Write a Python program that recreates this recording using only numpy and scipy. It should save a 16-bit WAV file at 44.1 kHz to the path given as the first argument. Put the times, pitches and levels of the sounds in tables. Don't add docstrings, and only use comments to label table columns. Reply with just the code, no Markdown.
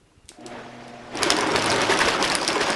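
import sys
import numpy as np
from scipy import signal
from scipy.fft import rfft, irfft, next_fast_len
from scipy.io import wavfile
from scipy.ndimage import uniform_filter1d, map_coordinates

SR = 44100
rng = np.random.default_rng(int(sys.argv[2]) if len(sys.argv) > 2 else 0)


def ratio_of_db(decibels):
    return 10 ** (np.asarray(decibels, float) / 20)


def inscribe(sig):
    pcm = np.round(np.clip(np.atleast_2d(sig).T, -1, 1) * 32767)
    wavfile.write(sys.argv[1], SR, pcm.astype(np.int16))


N = 121275
T = np.arange(N) / SR
CHIP_HZ = 5100


def unit(x):
    return x / np.sqrt(np.mean(x ** 2) + 1e-20)


def along(points, hz):
    f, v = np.transpose(points)
    return np.interp(np.log(hz + 1), np.log(f + 1), v)


def wobble(rate):
    return map_coordinates(rng.standard_normal(int(N * rate / SR) + 4), [T * rate])


def filtered(x, response):
    m = next_fast_len(len(x) + SR // 2)
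    return irfft(rfft(x, m) * response(np.fft.rfftfreq(m, 1 / SR)), m)[:len(x)]


def rush(spectrum, patchy_db):
    z = signal.stft(rng.standard_normal(N + 512), nperseg=256)[2]
    field = uniform_filter1d(rng.standard_normal(z.shape), 2, 0)
    field = uniform_filter1d(field, 6, 1)
    x = signal.istft(z * ratio_of_db(patchy_db * unit(field)), nperseg=256)[1][:N]
    return unit(filtered(x, lambda hz: ratio_of_db(along(spectrum, hz))))


def snap(count, top_hz, low_hz=1620):
    def response(f):
        low_edge = 1 / np.sqrt(1 + (low_hz / (f + 1)) ** 6)
        return low_edge / np.sqrt(1 + (f / top_hz) ** 4)
    return filtered(rng.standard_normal(count), response)


def ring(hz, t60, t):
    return np.sin(2 * np.pi * hz * t) * ratio_of_db(-60 * t / t60)


def add(out, s, sound):
    part = out[round(s * SR):][:len(sound)]
    part += sound[:len(part)]


def scatter(rate, spread_db):
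    draw = rng.random((1500, 3))
    s = np.cumsum(-np.log(draw[:, 0]) / rate)
    size = ratio_of_db(spread_db * np.minimum(-np.log(draw[:, 1]), 3))
    inside = s < T[-1]
    return s[inside], size[inside], draw[inside, 2]


def room_floor():
    # freq_hz, density_db
    floor_spectrum = [(12, -35), (20, -2), (156, -1), (210, -4.5), (330, -4.5), (644, -11.5),
                      (11800, -27.5), (15400, -54), (22000, -120)]
    return ratio_of_db(-59) * rush(floor_spectrum, patchy_db=0.9)


def bird():
    # start_s, length_s, level_db
    calls = [
        (.04, .065, -71),
        (.16, .095, -71),
    ]
    on = 0
    for s, length, db in calls:
        half = length / 2
        on = on + ratio_of_db(db) * np.exp(-((T - s - half) / half) ** 4)
    whistle = np.sin(2 * np.pi * 2810 * T + wobble(123))
    return on * ratio_of_db(2 * wobble(81)) * whistle


def kitchen(x):
    # freq_hz, t60_s
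    decay = [(200, 0.47), (2000, 0.56), (10000, 0.19)]
    hz, t, z = signal.stft(rng.standard_normal(SR // 2), SR, nperseg=256)
    fade = ratio_of_db(-60 * t / along(decay, hz)[:, None])
    tail = signal.istft(z * fade, SR, nperseg=256)[1]
    delayed = np.pad(x, (300, 0))
    return signal.fftconvolve(delayed, tail / np.linalg.norm(tail))[:N]


def hands():
    # start_s, peak_db, pitch_hz
    clicks = [(0.256, -46, 9030), (0.2838, -40, 8900), (0.2906, -20, 8370), (0.408, -39.5, 4800),
              (0.463, -21, 7700), (0.5467, -46, 4640), (0.88, -32, 5100)]
    # start_s, peak_db, pitch_hz, t60_s
    bumps = [(.176, -40.5, 89, 0.062), (0.243, -40, 69, 0.071), (.302, -41, 347, 0.049),
             (.118, -53, 990, 0.036), (0.317, -31, 805, 0.0055), (0.317, -37, 1400, .008),
             (.385, -39.5, 312, 0.26), (0.453, -31, 346, 0.13), (.545, -38, 897, 0.13),
             (1.548, -26, 76, .09), (2.05, -28.5, 70, .09)]
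    click_t60_s, tail_db, tail_t60_s = 0.016, -12, 0.27
    out, t = np.zeros(N), np.arange(SR // 5) / SR
    fade = 1.76 * ratio_of_db(-60 * t / click_t60_s) + ratio_of_db(tail_db - 60 * t / tail_t60_s)
    for s, db, hz in clicks:
        noise = snap(len(t), top_hz=7750, low_hz=2320)
        add(out, s, ratio_of_db(db - 10.5) * (ring(hz, click_t60_s, t) + noise * fade))
    for s, db, hz, t60 in bumps:
        soft_start = 1 - np.exp(-t * hz * 5.3)
        add(out, s, ratio_of_db(db) * ring(hz, t60, t) * soft_start)
    return out


def hum():
    # time_s, level_db
    hum_level = [(.385, -88), (.4, -58), (.44, -49.5), (.5, -48), (1.1, -49.5), (1.16, -46), (1.24, -75)]
    # multiple, level_db; the rotor pulls the first line up and adds one beside the sixth
    orders = [(1.04, -2), (2, 3.5), (3, -9), (4, -7.5), (5, -2), (5.76, -3.5), (6, 0)]
    mains_hz, wander_db, blur_rad, lead_s = 120, 0.5, 0.14, 0.009
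    s, level = np.transpose(hum_level)
    out = np.zeros(N)
    for k, db in orders:
        level_db = np.interp(T + lead_s * k, s, level) + db + wander_db * k * wobble(29.7)
        phase = 2 * np.pi * k * mains_hz * T + blur_rad * k * wobble(40.14)
        out += ratio_of_db(level_db) * np.sin(phase)
    return out


def effort():
    # time_s, churn_level_db, fizz_over_churn_db
    effort_points = [(0.329, -60.5, -3), (.4, -54, -17), (.47, -44.5, -20), (.56, -39, -19),
                     (.7, -43.5, -15), (1.081, -43, -14), (1.15, -34, -18), (1.21, -28, -18),
                     (1.25, -25.5, -14.5), (1.6, -25.5, -13.5), (1.9, -23, -12), (2.15, -25, -12),
                     (2.45, -28.5, -12.5), (2.75, -24.5, -10.5)]
    dial_s, dial_turn_s = 1.173, 0.11
    turns_hz, turn_db = 10, 0.5
    s, level, rel = np.transpose(effort_points)
    fast = np.clip((T - dial_s) / dial_turn_s, 0, 1)
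    level_db = np.interp(T, s, level, left=-100)
    level_db = level_db + turn_db * fast * np.sin(2 * np.pi * turns_hz * T + 0.44)
    return ratio_of_db(level_db), ratio_of_db(level_db + np.interp(T, s, rel)), fast


def jar(x):
    # freq_hz, width_hz, level_db
    modes = [(113, 19, -9), (310, 47, 0), (391.6, 8.8, 2), (548.4, 23, 3.5), (1030, 760, -8.5),
             (1437, 33, -2), (1530, 92, -7), (2193, 23, -1.5)]

    def response(f):
        total = 0
        for k, (c, w, db) in enumerate(modes):
            total = total + (-1) ** k * ratio_of_db(db) * 1j * f * w / (c * c - f * f + 1j * f * w)
        return (1j * f / (90 + 1j * f)) ** 2 * total
    return filtered(x, response)


def shake():
    centre_s, lasts_s, level_db, rock_hz = 1.68, 0.3, -14, 111.7
    swell = np.exp(-((T - centre_s) / lasts_s) ** 2)
    rocking = np.sin(2 * np.pi * rock_hz * T + wobble(31.96))
    return swell * ratio_of_db(level_db + 2.4 * wobble(15)) * rocking


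def ice_chips():
    t60_s, count = 0.004, 200
    s, size, tone = scatter(220, spread_db=3.5)
    k = np.arange(count)
    grain = rng.standard_normal((1500, count))[:len(s)] * ratio_of_db(-60 * k / SR / t60_s)
    pitch_hz = CHIP_HZ * (0.4 + 0.8 * tone[:, None])
    chips = size[:, None] * (ring(pitch_hz, t60_s, k / SR) + 0.25 * grain)
    places = (s * SR).astype(int)[:, None] + k
    return unit(np.bincount(places.ravel(), chips.ravel(), N + count)[:N])


def churn():
    # freq_hz, density_db
    slow_spectrum = [(30, -21), (160, -18.5), (300, -11.5), (710, -12), (1300, -18), (1800, -18),
                     (3500, -27), (7000, -51)]
    # freq_hz, density_db
    fast_spectrum = [(18, -59), (30, -23), (107, -19), (142, -11), (392, -3), (459, -6), (922, -5),
                     (3500, -17), (4550, -39), (7700, -120)]
    # freq_hz, density_db
    fizz_spectrum = [(1500, -48), (2600, -7.5), (3900, -1.5), (5200, 0.5), (6800, -6), (9000, -13),
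                     (11500, -22), (13000, -43)]
    body, fizz, fast = effort()
    s, size, side = scatter(160, spread_db=2.5)
    blows = np.bincount((s * SR).astype(int), size * np.sign(side - 0.5), N)
    lumps = unit(jar(blows))
    stirring = rush(slow_spectrum, patchy_db=1.5)
    churning = rush(fast_spectrum, patchy_db=1.5) + ratio_of_db(-5.5) * lumps
    slosh = np.sqrt(1 - fast) * stirring + np.sqrt(fast) * churning + shake()
    wet = body * slosh + fizz * rush(fizz_spectrum, patchy_db=-4.0)
    chips = fizz * ratio_of_db(-4) * (0.62 + fast) * ice_chips()
    return ratio_of_db(wobble(39.96)) * wet + chips


def thuds():
    # start_s, peak_db, length_s
    grinds = [(1.153, -40, 0.046), (1.22, -11.5, 0.025), (1.257, -13.5, 0.028), (1.383, -14, 0.015),
              (1.465, -24, 0.017), (1.553, -6.5, 0.019), (1.658, -15, 0.029), (1.73, -14, 0.03),
              (1.812, -14, 0.035), (1.888, -9, 0.038), (1.911, -9, 0.027), (1.997, -7.5, 0.047),
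              (2.069, -9, 0.044), (2.232, -11, 0.049), (2.303, -12.5, 0.04), (2.601, -10, 0.032),
              (2.653, -15, 0.047)]
    # freq_hz, density_db
    grind_spectrum = [(250, -9.5), (900, -6), (1800, -1), (4000, -10), (9000, -23)]
    # start_s, peak_db, pitch_hz
    booms = [(1.1487, -27, 310), (1.234, -26, 406), (1.2593, -20.5, 334), (1.3407, -19.5, 310),
             (1.3818, -20, 402), (1.4108, -24, 412), (1.4648, -20, 310), (1.506, -21.5, 410),
             (1.5487, -19, 394), (1.6524, -22, 340), (1.7254, -24, 415), (1.7563, -23, 430),
             (1.8926, -15, 390), (2.0733, -20, 459), (2.2195, -23.5, 398), (2.3999, -23, 341),
             (2.4866, -22, 334), (2.518, -27, 382), (2.5608, -19, 413), (2.6039, -18.5, 400)]
    # start_s, peak_db, pitch_hz
    knocks = [(1.1503, -25, 840), (1.2226, -16, 1043), (1.302, -19, 1780), (1.387, -17.0, 990),
              (1.431, -25, 880), (1.9097, -11, 914), (1.9221, -12, 1765), (1.9904, -14, 1080),
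              (2.0169, -11.5, 960), (2.0836, -16, 1090), (2.1468, -16.5, 1270), (2.2246, -17, 1096),
              (2.2407, -18.0, 1890), (2.4292, -19.5, 955), (2.5557, -14.5, 1015), (2.659, -21, 1100)]
    boom_rise_s, boom_t60_s = 0.006, 0.065
    knock_rise_s, knock_t60_s = 0.00095, 0.025
    grind, out, t = np.zeros(N), np.zeros(N), np.arange(SR // 6) / SR
    for s, db, length in grinds:
        add(grind, s, ratio_of_db(db - 11.5) * (1 - np.exp(-t / 0.0088)) * np.exp(-(t / length) ** 2))
    for s, db, hz in booms:
        add(out, s, ratio_of_db(db + 8.5) * ring(hz, boom_t60_s, t) * (1 - np.exp(-t / boom_rise_s)))
    for s, db, hz in knocks:
        add(out, s, ratio_of_db(db + 3) * ring(hz, knock_t60_s, t) * (1 - np.exp(-t / knock_rise_s)))
    return out + grind * rush(grind_spectrum, patchy_db=2.5)


def ticks():
    # start_s, peak_db, pitch_hz
    splinters = [(1.1501, -40, 2740), (1.1817, -27, 2840), (1.1873, -28.0, 3680), (1.1906, -26, 3520),
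                 (1.242, -19, 3000), (1.2504, -18, 3280), (1.2602, -22, 5220), (1.297, -25, 5090),
                 (1.306, -14, 5400), (1.3144, -16.0, 2900), (1.3199, -11, 3510), (1.323, -15, 3420),
                 (1.4256, -30, 3320), (1.538, -30, 3310), (1.5677, -21, 5130), (1.579, -23, 3180),
                 (1.6687, -18, 2720), (1.7077, -14, 4970), (1.7277, -15.5, 3940), (1.7333, -20, 3680),
                 (1.847, -18, 4250), (1.872, -21, 3040), (1.9387, -13, 2820), (2.0127, -11, 2700),
                 (2.0893, -21, 5240), (2.1089, -21, 3140), (2.1402, -18, 2860), (2.2357, -15, 2800),
                 (2.241, -14.5, 3770), (2.2445, -14, 3370), (2.324, -16.5, 5080), (2.358, -16, 2690),
                 (2.421, -27, 3090), (2.5023, -13.5, 2730), (2.5057, -17.5, 3380), (2.5212, -22, 5500),
                 (2.5572, -18.5, 2860), (2.629, -19, 2880), (2.66, -29, 3640), (2.7308, -16, 2680)]
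    t60_s = 0.0052
    out, t = np.zeros(N), np.arange(SR // 50) / SR
    for s, db, hz in splinters:
        puff = ratio_of_db(-2 - 60 * t / t60_s) * snap(len(t), top_hz=5900)
        add(out, s, ratio_of_db(db + 2.5) * (ring(hz, t60_s, t) + puff))
    return out


def cracks():
    # start_s, peak_db, pitch_hz, top_ring_over_peak_db
    breaks = [(1.1547, -19.5, 4700, 1), (1.1722, -11, 5600, -20), (1.2319, 3, 4670, -3.5),
              (1.3035, 7.5, 5230, -14), (1.3668, -6.5, 4700, -14), (1.4093, -6.5, 5700, -2),
              (1.5189, -12.5, 5270, -16), (1.5603, -2, 4450, -19), (1.6234, -8, 5550, -34),
              (1.643, -10.5, 5100, 1), (1.6602, -8.5, 4140, 5), (1.7017, -4, 5350, -23),
              (1.7171, -7.5, 4020, 2.5), (1.7613, -10, 4050, 1), (1.8171, -5, 5600, -24),
              (1.9065, -6, 5030, -28), (1.9733, -12, 5500, -1), (1.9904, -6.5, 5700, 2.5),
              (2.0075, -11, 5100, 3.5), (2.0545, -11, 4900, -29), (2.0851, -4, 5030, -8),
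              (2.2264, -1, 5030, -32), (2.2999, -1.5, 4200, -27), (2.3523, 0, 4900, 4),
              (2.4145, -7.5, 4800, -20), (2.4488, -9.5, 4620, -39), (2.4786, -0.5, 5460, -6),
              (2.6138, -11, 5230, -9), (2.6855, -20, 4800, -10), (2.7031, -5, 5260, -1.5)]
    # start_s, peak_db
    splits = [(1.2223, -12), (1.3878, -10), (1.472, -14), (1.5882, -14), (1.597, -14), (1.8353, -15),
              (2.018, -9), (2.2503, -7), (2.2778, -9.5), (2.319, -7), (2.4305, -10), (2.4865, -4.5),
              (2.5304, -8.5)]
    main_t60_s, top_hz, top_t60_s = 0.0055, 8830, 0.0033
    snap_db, snap_t60_s, debris_db, debris_t60_s = -5, 0.012, -19.5, 0.086
    out, t = np.zeros(N), np.arange(SR // 12) / SR
    fade = ratio_of_db(snap_db - 60 * t / snap_t60_s) + ratio_of_db(debris_db - 60 * t / debris_t60_s)
    small = [(s, db, CHIP_HZ, -6) for s, db in splits]
    for s, db, hz, top_db in list(breaks) + small:
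        main = ring(hz, main_t60_s, t)
        top = ratio_of_db(top_db - 1.5) * ring(top_hz * rng.normal(1, 0.063), top_t60_s, t)
        low = ratio_of_db(-13) * ring(hz * rng.normal(0.575, 0.12), 2 * main_t60_s, t)
        burst = snap(len(t), top_hz=5900) * fade
        add(out, s, ratio_of_db(db - 6) * (main + top + low + burst))
    return out


def scene():
    ice = cracks() + ticks()
    hits = thuds() + hands()
    room = kitchen(ratio_of_db(-12.5) * hits + ratio_of_db(-12) * ice)
    background = room_floor() + bird()
    return (background + room + hum() + churn() + hits + ice)[None]


def top_cut(x):
    return signal.sosfilt(signal.butter(12, 12000, fs=SR, output="sos"), x)


def record(dry):
    x = filtered(dry[0], lambda hz: 1 / (1 + (hz / 11450) ** 40))
    return top_cut(np.clip(x, -1, 1)[None])


dry = scene()
out = record(dry)
inscribe(out)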